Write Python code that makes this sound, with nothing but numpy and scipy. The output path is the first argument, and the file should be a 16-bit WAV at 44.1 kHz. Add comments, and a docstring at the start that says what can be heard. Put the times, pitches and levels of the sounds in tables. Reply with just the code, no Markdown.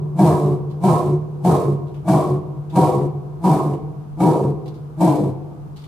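"""Quiet outdoor air and a low draught lie under everything, and the echo of an earlier grunt hangs in the walls.
A lion then gives eight hoarse grunts in a concrete enclosure, the later ones further apart and more tired.
Each starts as a deep tone that arches up, breaks into a rasp with a rush of air, and sinks to a low groan.
Flapping folds drive throat and mouth resonances; the walls echo and keep one low note ringing.
Faint scuffs of grainy noise fall between the grunts and after the last."""
import sys
import numpy as np
from scipy import signal
from scipy.fft import rfft, irfft, next_fast_len
from scipy.io import wavfile
from scipy.ndimage import uniform_filter1d

SR = 44100
rng = np.random.default_rng(int(sys.argv[2]) if len(sys.argv) > 2 else 0)


def store_pcm(level_fs):
    """Save levels as 16-bit WAV."""
    pcm = np.round(np.clip(level_fs, -1, 1) * 32767).astype(np.int16)
    wavfile.write(sys.argv[1], SR, np.atleast_2d(pcm).T)


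N = 258955
LEAD = SR  # samples: the scene starts one second early, so the walls already ring
SIZE = next_fast_len(N + LEAD, True)

# The grunts of the lion. Each row: start in seconds, length in seconds, reference pitch in Hz,
# slowness factor of its course, roughness factor, tiredness 0-1, tuning factor of the mouth,
# opening catch in dB, then trims in dB for opening tone, closing groan, throat, mouth and rush of air.
GRUNTS = [(.189, .355, 191.6, 1, 1.04, 0.02, .96, -8, 2.2, 3, 0.5, 0, 1),
          (.835, 0.31, 193.3, 0.99, 0.94, 0.17, 0.98, -8, 1.5, 1.5, -2, -.5, .5),
          (1.446, .29, 186.5, 0.93, 1.25, 0.12, 0.97, -15, 0.5, .3, 0, .3, 0.5),
          (2.079, 0.28, 187.2, 1.016, 1.4, 0.18, .98, -6, -1, -.5, 0, 1, 0.5),
          (2.755, .3, 185.7, .92, 1.36, 0.4, 1.0, -8, -.7, -.7, .7, 1.7, 1),
          (3.44, 0.31, 190.6, 1.0, 1.146, 0.67, 1.01, -11, 0, -2, -.5, .3, -.3),
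          (4.203, 0.3, 189.9, 1.154, 1.15, 0.68, 1.0, -9, -1.3, .5, 3.3, .3, -1.3),
          (5.006, .29, 179.9, 1.4, 1.07, .95, 0.95, -7, -.5, -2.5, 2.7, -.3, 0)]
EARLIER_S = -.431  # start of a grunt just before, which still echoes
LEAD_IN_S, RELEASE_S = .04, 0.1  # every grunt swells before its start and dies away after its end


def gain_of(db):
    """Decibels to gain."""
    return 10 ** (np.asarray(db) / 20)


def evened(x):
    """Scales to rms 1."""
    return x / np.sqrt(np.mean(x ** 2) + 1e-20)


def steadied(x, size=1500):
    """Holds the short-term rms near 1 and keeps the fine grain."""
    power = uniform_filter1d(uniform_filter1d(x ** 2, size), size)
    return x / np.sqrt(power + 1e-12)


def read(points, hz):
    """Reads a table on a log-frequency axis."""
    f, value = np.transpose(points)
    return np.interp(np.log(hz + 1), np.log(f + 1), value)


def add(mix, s, sound):
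    """Mixes a sound in at time s, in seconds."""
    part = mix[:, LEAD + round(s * SR):][:, :sound.shape[-1]]
    part += sound[..., :part.shape[1]]


def noise(spectrum, size):
    """Noise of rms 1, white noise shaped to the given spectrum."""
    bins = rfft(rng.standard_normal(size))
    return evened(irfft(bins * gain_of(read(spectrum, np.fft.rfftfreq(size, 1 / SR))), size))


def wander(hz, size):
    """Random drift of about rms 1: white noise low-passed at the given rate."""
    white = rng.standard_normal(size + SR // 2)  # the extra half second lets the filter settle
    return evened(signal.sosfilt(signal.butter(2, hz, fs=SR, output="sos"), white))[-size:]


def resonate(x, hz, width):
    """A steep resonance of gain 1 that follows the curve hz: shift down, smooth twice, shift back."""
    turn = np.exp(2j * np.pi * np.cumsum(hz * np.ones(len(x))) / SR)
    r = np.exp(-np.pi * width / SR)
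    smooth = signal.lfilter([(1 - r) ** 2], [1, -2 * r, r * r], x / turn)
    return 2 * (turn * smooth).real


def tract(drive, modes, tuning):
    """The vocal tract: the drive passes side by side through a set of resonances."""
    return sum(gain_of(db) * resonate(drive, hz * tuning, width) for hz, width, db in modes)


def outdoor_air(level_db=-42):
    """Quiet outdoor air: steady, dark noise, independent on the two sides."""
    # Spectrum of the air. Each row: frequency in Hz, relative density in dB per Hz.
    air_spectrum = [(20, -3.5), (80, 11), (150, 10.5), (250, 4.5), (400, -9), (800, -6), (1200, -8),
                    (1800, -24.5), (4000, -30), (8000, -34.5), (12000, -34), (15000, -41)]
    return gain_of(level_db) * np.array([noise(air_spectrum, SIZE) for _ in range(2)])


def draught(level_db=-45, swell_db=1.5):
    """Air moving over the microphones: drifting low rumble, in opposite phase left and right."""
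    # Spectrum of the rumble. Each row: frequency in Hz, relative density in dB per Hz.
    draught_spectrum = [(10, -17), (25, -10), (50, 7), (75, -17), (130, -26), (400, -66), (2000, -100)]
    level = gain_of(level_db + swell_db * wander(3, SIZE))
    return level * noise(draught_spectrum, SIZE) * np.array([[1], [-1]])


def wall_note(wall_hz=148.5, waver_hz=1.3, beat_db=2):
    """A standing wave between the walls: each grunt renews it, later ones less; it wavers and dies slowly."""
    first_db, fade_db_per_s, earlier_db = -26.5, 1.5, -21.5
    build_s, hold_s, decay_db_per_s = 0.34, 0.64, 24
    renewals = [(EARLIER_S, earlier_db)]
    renewals += [(row[0], first_db - fade_db_per_s * row[0]) for row in GRUNTS]
    t = (np.arange(SIZE) - LEAD) / SR
    level = np.zeros(SIZE)
    for start, db in renewals:
        build = np.clip((t - start) / build_s, 0, 1)
        decay_db = decay_db_per_s * np.maximum(t - start - hold_s, 0)
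        level = np.maximum(level, build * gain_of(db - decay_db))
    beating = gain_of(beat_db * wander(11.4, SIZE))
    hz = wall_hz + waver_hz * wander(14.2, SIZE)
    return level * beating * np.sin(2 * np.pi * np.cumsum(hz) / SR)


def swell(age, length, push):
    """Gain that rises, holds, sags, and is released when the grunt ends."""
    peak_db, full, rise, held, sag, release = push
    rise_db = rise * np.maximum(full - age, 0)
    sag_db = sag * np.maximum(age - held, 0)
    release_db = release * np.maximum(age - length, 0)
    return gain_of(peak_db - rise_db - sag_db - release_db)


def flapping_folds(turns, rough, shimmer=0.68, doubling=.45):
    """Heavy folds flap unevenly, giving harmonics, and let out a noisy puff of air each cycle."""
    size = len(turns)
    alternation = doubling * rough * np.cos(np.pi * turns)  # strong and weak cycles
    flap = np.maximum(1 + shimmer * rough * wander(77.4, size) + alternation, 0)
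    folds = flap * sum(np.cos(2 * np.pi * k * turns) for k in range(1, 18))
    breath = noise([(2500, -3), (4000, -48)], next_fast_len(size))[:size]
    puffs = flap * (0.25 + np.exp(-(turns % 1) / 0.17)) * breath
    drive = (1 - rough) * evened(folds) + rough * evened(puffs)
    return flap, puffs, drive


def deep_tone(turns, flap, puffs, rough, growl_db=-4):
    """A clean fundamental, joined by a growl of puffs in low resonances as the folds roughen."""
    growl = evened(tract(puffs, [(94, 10, -4), (138, 15, 6.5), (198, 16, 3.5)], 1))
    return np.sqrt(flap) * np.sin(2 * np.pi * turns) + gain_of(growl_db) * rough ** 0.95 * growl


def throat_sound(drive, opening, deep_db):
    """The long throat resonates; its weight leaves the deepest resonance as the mouth opens."""
    # Throat resonances, then the deepest one. Each row: frequency in Hz, width in Hz, level in dB.
    throat_modes = [(360, 46, -1), (408, 28, -4), (455, 36, -4.5), (492, 30, -3.5)]
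    deepest_mode = (317, 38, 0)  # nominal frequency, tuned slightly down below
    deep = gain_of(deep_db) * (1 - 0.68 * opening) * tract(drive, [deepest_mode], 0.99)
    return (0.3 + 0.67 * opening) * tract(drive, throat_modes, 1) + deep


def mouth_sound(drive, opening, jaw_bend, mouth_tuning, rise, tired, lips_db):
    """Jaw, mouth and upper resonances; the lips ring more as the mouth opens."""
    # Resonances of jaw, mouth, upper tract and lips, before tuning.
    # Each row: frequency in Hz, width in Hz, level in dB.
    jaw_modes = [(680, 65, 3), (742, 42.4, 6.5), (820, 56, 1.8)]
    mouth_modes = [(945, 57, 1.5), (1190, 45, -15)]
    upper_modes = [(1610, 46, -22.5), (2280, 110, -25), (2680, 76, -37)]
    lips_mode = (1044, 80, -2.8)
    tuning = mouth_tuning * (1 + rise * opening)
    jaw = tract(drive, jaw_modes, mouth_tuning * jaw_bend)
    mouth = tract(drive, mouth_modes, tuning)
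    upper = (1 - 0.55 * opening) * (1 - 0.3 * tired) * tract(drive, upper_modes, 1)
    lips = gain_of(lips_db) * (0.35 + 0.81 * opening) * tract(drive, [lips_mode], tuning)
    return jaw + mouth + upper + lips


def rush_of_air(turns, flap):
    """Bright hiss, partly common to both sides, that pulses with the folds and flickers at random."""
    # Spectrum of the hiss. Each row: frequency in Hz, relative density in dB per Hz.
    rush_spectrum = [(700, -23), (1400, -3), (2000, -3.5), (3200, -3.3), (3900, -1.2), (4800, -3.5),
                     (6800, -4.5), (8000, -.5), (10500, -3.5), (12500, -7), (14000, -13), (15400, -23)]
    size = len(turns)
    hiss = np.array([noise(rush_spectrum, next_fast_len(size))[:size] for _ in range(3)])
    pulse = 1 + 0.14 * flap * np.cos(2 * np.pi * turns)
    return evened((hiss[:2] + 0.58 * hiss[2]) * pulse * gain_of(1.3 * wander(90, size)))


def grunt(row, jitter=0.0908, usual_s=.31):
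    """Folds and puffs of air sound through throat and mouth, each part with its own swell."""
    # The course of every grunt. Each row: seconds from its start before slowing, pitch factor,
    # roughness 0-1 before scaling, mouth opening 0-1, jaw tuning factor.
    gesture = [(-.04, .86, 0.12, 0.3, 0.984), (0, .93, 0.35, 0, .98), (0.026, 1.03, 0.33, 0.07, 1.0),
               (.062, .84, 0.42, 0.6, 1.01), (0.099, .78, 0.58, 0.76, 1.0), (0.152, .82, 0.95, 1, .96),
               (.19, .78, 0.64, 1, .95), (0.232, .745, 0.42, 1, .96), (0.302, .76, 0.38, 0.9, .96),
               (0.401, 0.775, 0.35, 0.6, 0.95)]
    # How each part swells, holds and sags in a grunt of usual length. Each row: peak in dB before trim,
    # full at seconds, rise in dB per second, held until seconds, sag and release in dB per second.
    tone_push = (-13.6, .012, 340, .09, 220, 200)
    groan_push = (-18.6, .225, 330, .285, 48, 180)
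    throat_push = (-17.8, .026, 290, 0.04, 42, 350)
    mouth_push = (-20.4, .004, 580, .095, 82, 290)
    air_push = (-40, .006, 640, .08, 78, 260)
    (start, length, reference_hz, slowness, hoarse, tired, mouth_tuning,
     catch_db, tone_db, groan_db, throat_db, mouth_db, rush_db) = row

    # with tiredness the deepest resonance takes over, and lips and mouth tuning fall back
    deep_db = -1 + tired * (9.5 - -1)
    lips_db = -.5 + tired * (-5 - -.5)
    rise = .07 + tired * (-.03 - .07)
    moan_hz = 376 + tired * (322 - 376)

    t = np.arange(-LEAD_IN_S, length + RELEASE_S, 1 / SR)
    size = len(t)
    stretched = t * usual_s / length  # a longer grunt stretches all its swells alike
    pushes = (tone_push, groan_push, throat_push, mouth_push, air_push)
    opening_tone, groan, throat, mouth, rush = (swell(stretched, usual_s, push) for push in pushes)
    age, *course = np.transpose(gesture)
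    pitch, rough, opening, jaw_bend = (np.interp(t / slowness, age, c) for c in course)
    rough = np.clip(rough * hoarse, 0, .92)
    turns = np.cumsum(reference_hz * pitch * (1 + jitter * rough * wander(116.0, size))) / SR

    flap, puffs, drive = flapping_folds(turns, rough)
    tone = deep_tone(turns, flap, puffs, rough)
    back = throat_sound(drive, opening, deep_db)
    front = mouth_sound(drive, opening, jaw_bend, mouth_tuning, rise, tired, lips_db)
    moan = resonate(drive, moan_hz, 22)  # the throat sings along with the closing groan

    burst = gain_of(np.interp(t, [-.002, .002], [catch_db, 0]))  # the voice catches abruptly
    tone_level = np.hypot(gain_of(tone_db) * opening_tone, gain_of(groan_db) * groan)
    voice = np.sqrt(burst) * tone_level * steadied(tone)
    voice += burst * gain_of(throat_db) * throat * steadied(back)
    voice += burst * gain_of(mouth_db) * mouth * steadied(front)
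    voice += gain_of(groan_db - 9.5) * groan * steadied(moan)
    # the mouth radiates no deep bass
    voice = signal.sosfilt(signal.butter(7, 91, "high", fs=SR, output="sos"), voice)
    air = np.sqrt(burst) * gain_of(rush_db) * rush * rush_of_air(turns, flap)
    fade = np.clip(np.minimum((t - t[0]) / 0.0084, (t[-1] - t) / 0.009), 0, 1)
    return start - LEAD_IN_S, fade * (voice + air)


def enclosure(dry, early_s=0.011):
    """First reflections from floor and walls, then a tail in which each band dies at its own speed."""
    # Echo of the concrete. Each row: frequency in Hz, time to fall 60 dB in seconds,
    # tail level in dB, first reflections in dB, share common to both sides 0-1.
    echo_bands = [(90, 2.36, -7, -13.5, 0.95), (144, 2.76, -17, -21, 0.4), (231, 0.27, -15, -18, 0.18),
                  (376, 1.65, -6, -2.5, 0.5), (550, 1.5, -14.5, -4, 0.32), (750, 1.31, -12, -10.5, 0.83),
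                  (980, 1.54, -16.5, -1, 0.65), (1063, 0.88, 1, 5, 0.2), (1380, 0.58, -8, .5, .9),
                  (2320, 0.67, -3, -3, 0.6), (8000, 0.36, -10, -8, 0.6), (14000, 0.34, -31, -14, .3)]
    age = np.arange(3 * SR // 2) / SR
    hits = rng.random((3, len(age))) < 2500 / SR  # sparse: 2500 reflections a second
    taps = rng.standard_normal((3, len(age))) * hits * (age > .002)
    hz, t, z = signal.stft(evened(taps), SR, nperseg=512)
    columns = (read(np.array(echo_bands)[:, [0, k]], hz)[:, None] for k in range(1, 5))
    t60, tail_db, early_db, common = columns
    common = np.clip(common, 0, 1)
    early = gain_of(early_db) * np.exp(-t / early_s) * np.sqrt(2 / early_s / SR)
    onset = np.clip((t - .015) / 0.0095, 0, 1)
    tail = gain_of(tail_db - 60 * t / t60) * onset * np.sqrt(2 * np.log(1000) / SR)
    z = (np.sqrt(1 - common) * z[:2] + np.sqrt(common) * z[2]) * np.hypot(early, tail)
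    response = signal.istft(z, SR, nperseg=512)[1]
    response[:, 0] += 1  # the direct sound
    return signal.fftconvolve(dry, response, axes=1)


def scuffs(level_db=-10, squeak=0.25):
    """Short grainy scrapes of decaying noise, each with a faint rising squeak."""
    # Faint scuffs. Each row: time in seconds, relative level in dB, centre in Hz, decay in seconds.
    scuff_rows = [(0.702, -46.5, 4200, 0.034), (1.872, -50, 3700, 0.029), (1.944, -44.5, 3000, 0.038),
                  (2.699, -42, 3580, 0.034), (3.733, -40.5, 2740, 0.018), (4.66, -43, 3700, 0.024),
                  (4.6807, -36.5, 4350, 0.013), (4.743, -46.5, 4400, 0.033), (5.7632, -42.5, 4255, 0.085),
                  (5.84, -42.5, 3610, 0.026)]
    out, t = np.zeros((2, SIZE)), np.arange(SR // 5) / SR
    for s, db, hz, decay in scuff_rows:
        colour = [(hz / 4, -18), (hz * 0.49, -7), (hz, 0), (hz * 1.42, -10), (hz * 4, -19)]
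        scrape = np.array([noise(colour, len(t)) for _ in range(2)])
        rising_hz = hz * np.interp(t, [0, .03], [.95, 1.08])
        ring = evened(resonate(rng.standard_normal(len(t)), rising_hz, 500))
        grain = gain_of(2.2 * wander(150, len(t)))
        shape = np.minimum(t / 0.0031, 1) * np.exp(-t / decay) * grain
        add(out, s - .003, gain_of(db + level_db) * shape * (scrape + squeak * ring))
    return out


def leaned(x):
    """Each band reaches the two microphones at slightly different strength."""
    # Stereo lean of the enclosure's sounds. Each row: frequency in Hz, left minus right in dB.
    lean_bands = [(80, -0.5), (280, 1.5), (470, -0.1), (600, -2), (740, 2), (940, -0.5), (1070, -3),
                  (1300, -2), (1450, .4), (3000, 0.5), (14000, -0.5)]
    lean = read(lean_bands, np.fft.rfftfreq(SIZE, 1 / SR))
    return irfft(rfft(x) * gain_of([lean / 2, -lean / 2]), SIZE)


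def scene():
    """The lion in the enclosure over quiet outdoor air; every grunt gets its own random echoes."""
    background = outdoor_air() + draught()
    lion = np.zeros((2, SIZE))
    earlier = enclosure(grunt(GRUNTS[0])[1])
    add(lion, EARLIER_S - LEAD_IN_S, gain_of(-1.5) * earlier)
    for row in GRUNTS:
        s, sound = grunt(row)
        add(lion, s, enclosure(sound))
    near = leaned(wall_note() + lion + enclosure(scuffs())[:, :SIZE])
    return (near + background)[:, LEAD:LEAD + N]


def record(dry, ceiling=0.82, edge_hz=15300):
    """Rounds off the highest peaks, then limits the band with a steep low-pass."""
    limited = dry / (1 + (dry / ceiling) ** 8) ** (1 / 8)
    low_pass = signal.firwin(511, edge_hz, window=("kaiser", 9), fs=SR)
    return signal.oaconvolve(limited, low_pass[None], "same")


dry = scene()
out = record(dry)
store_pcm(out)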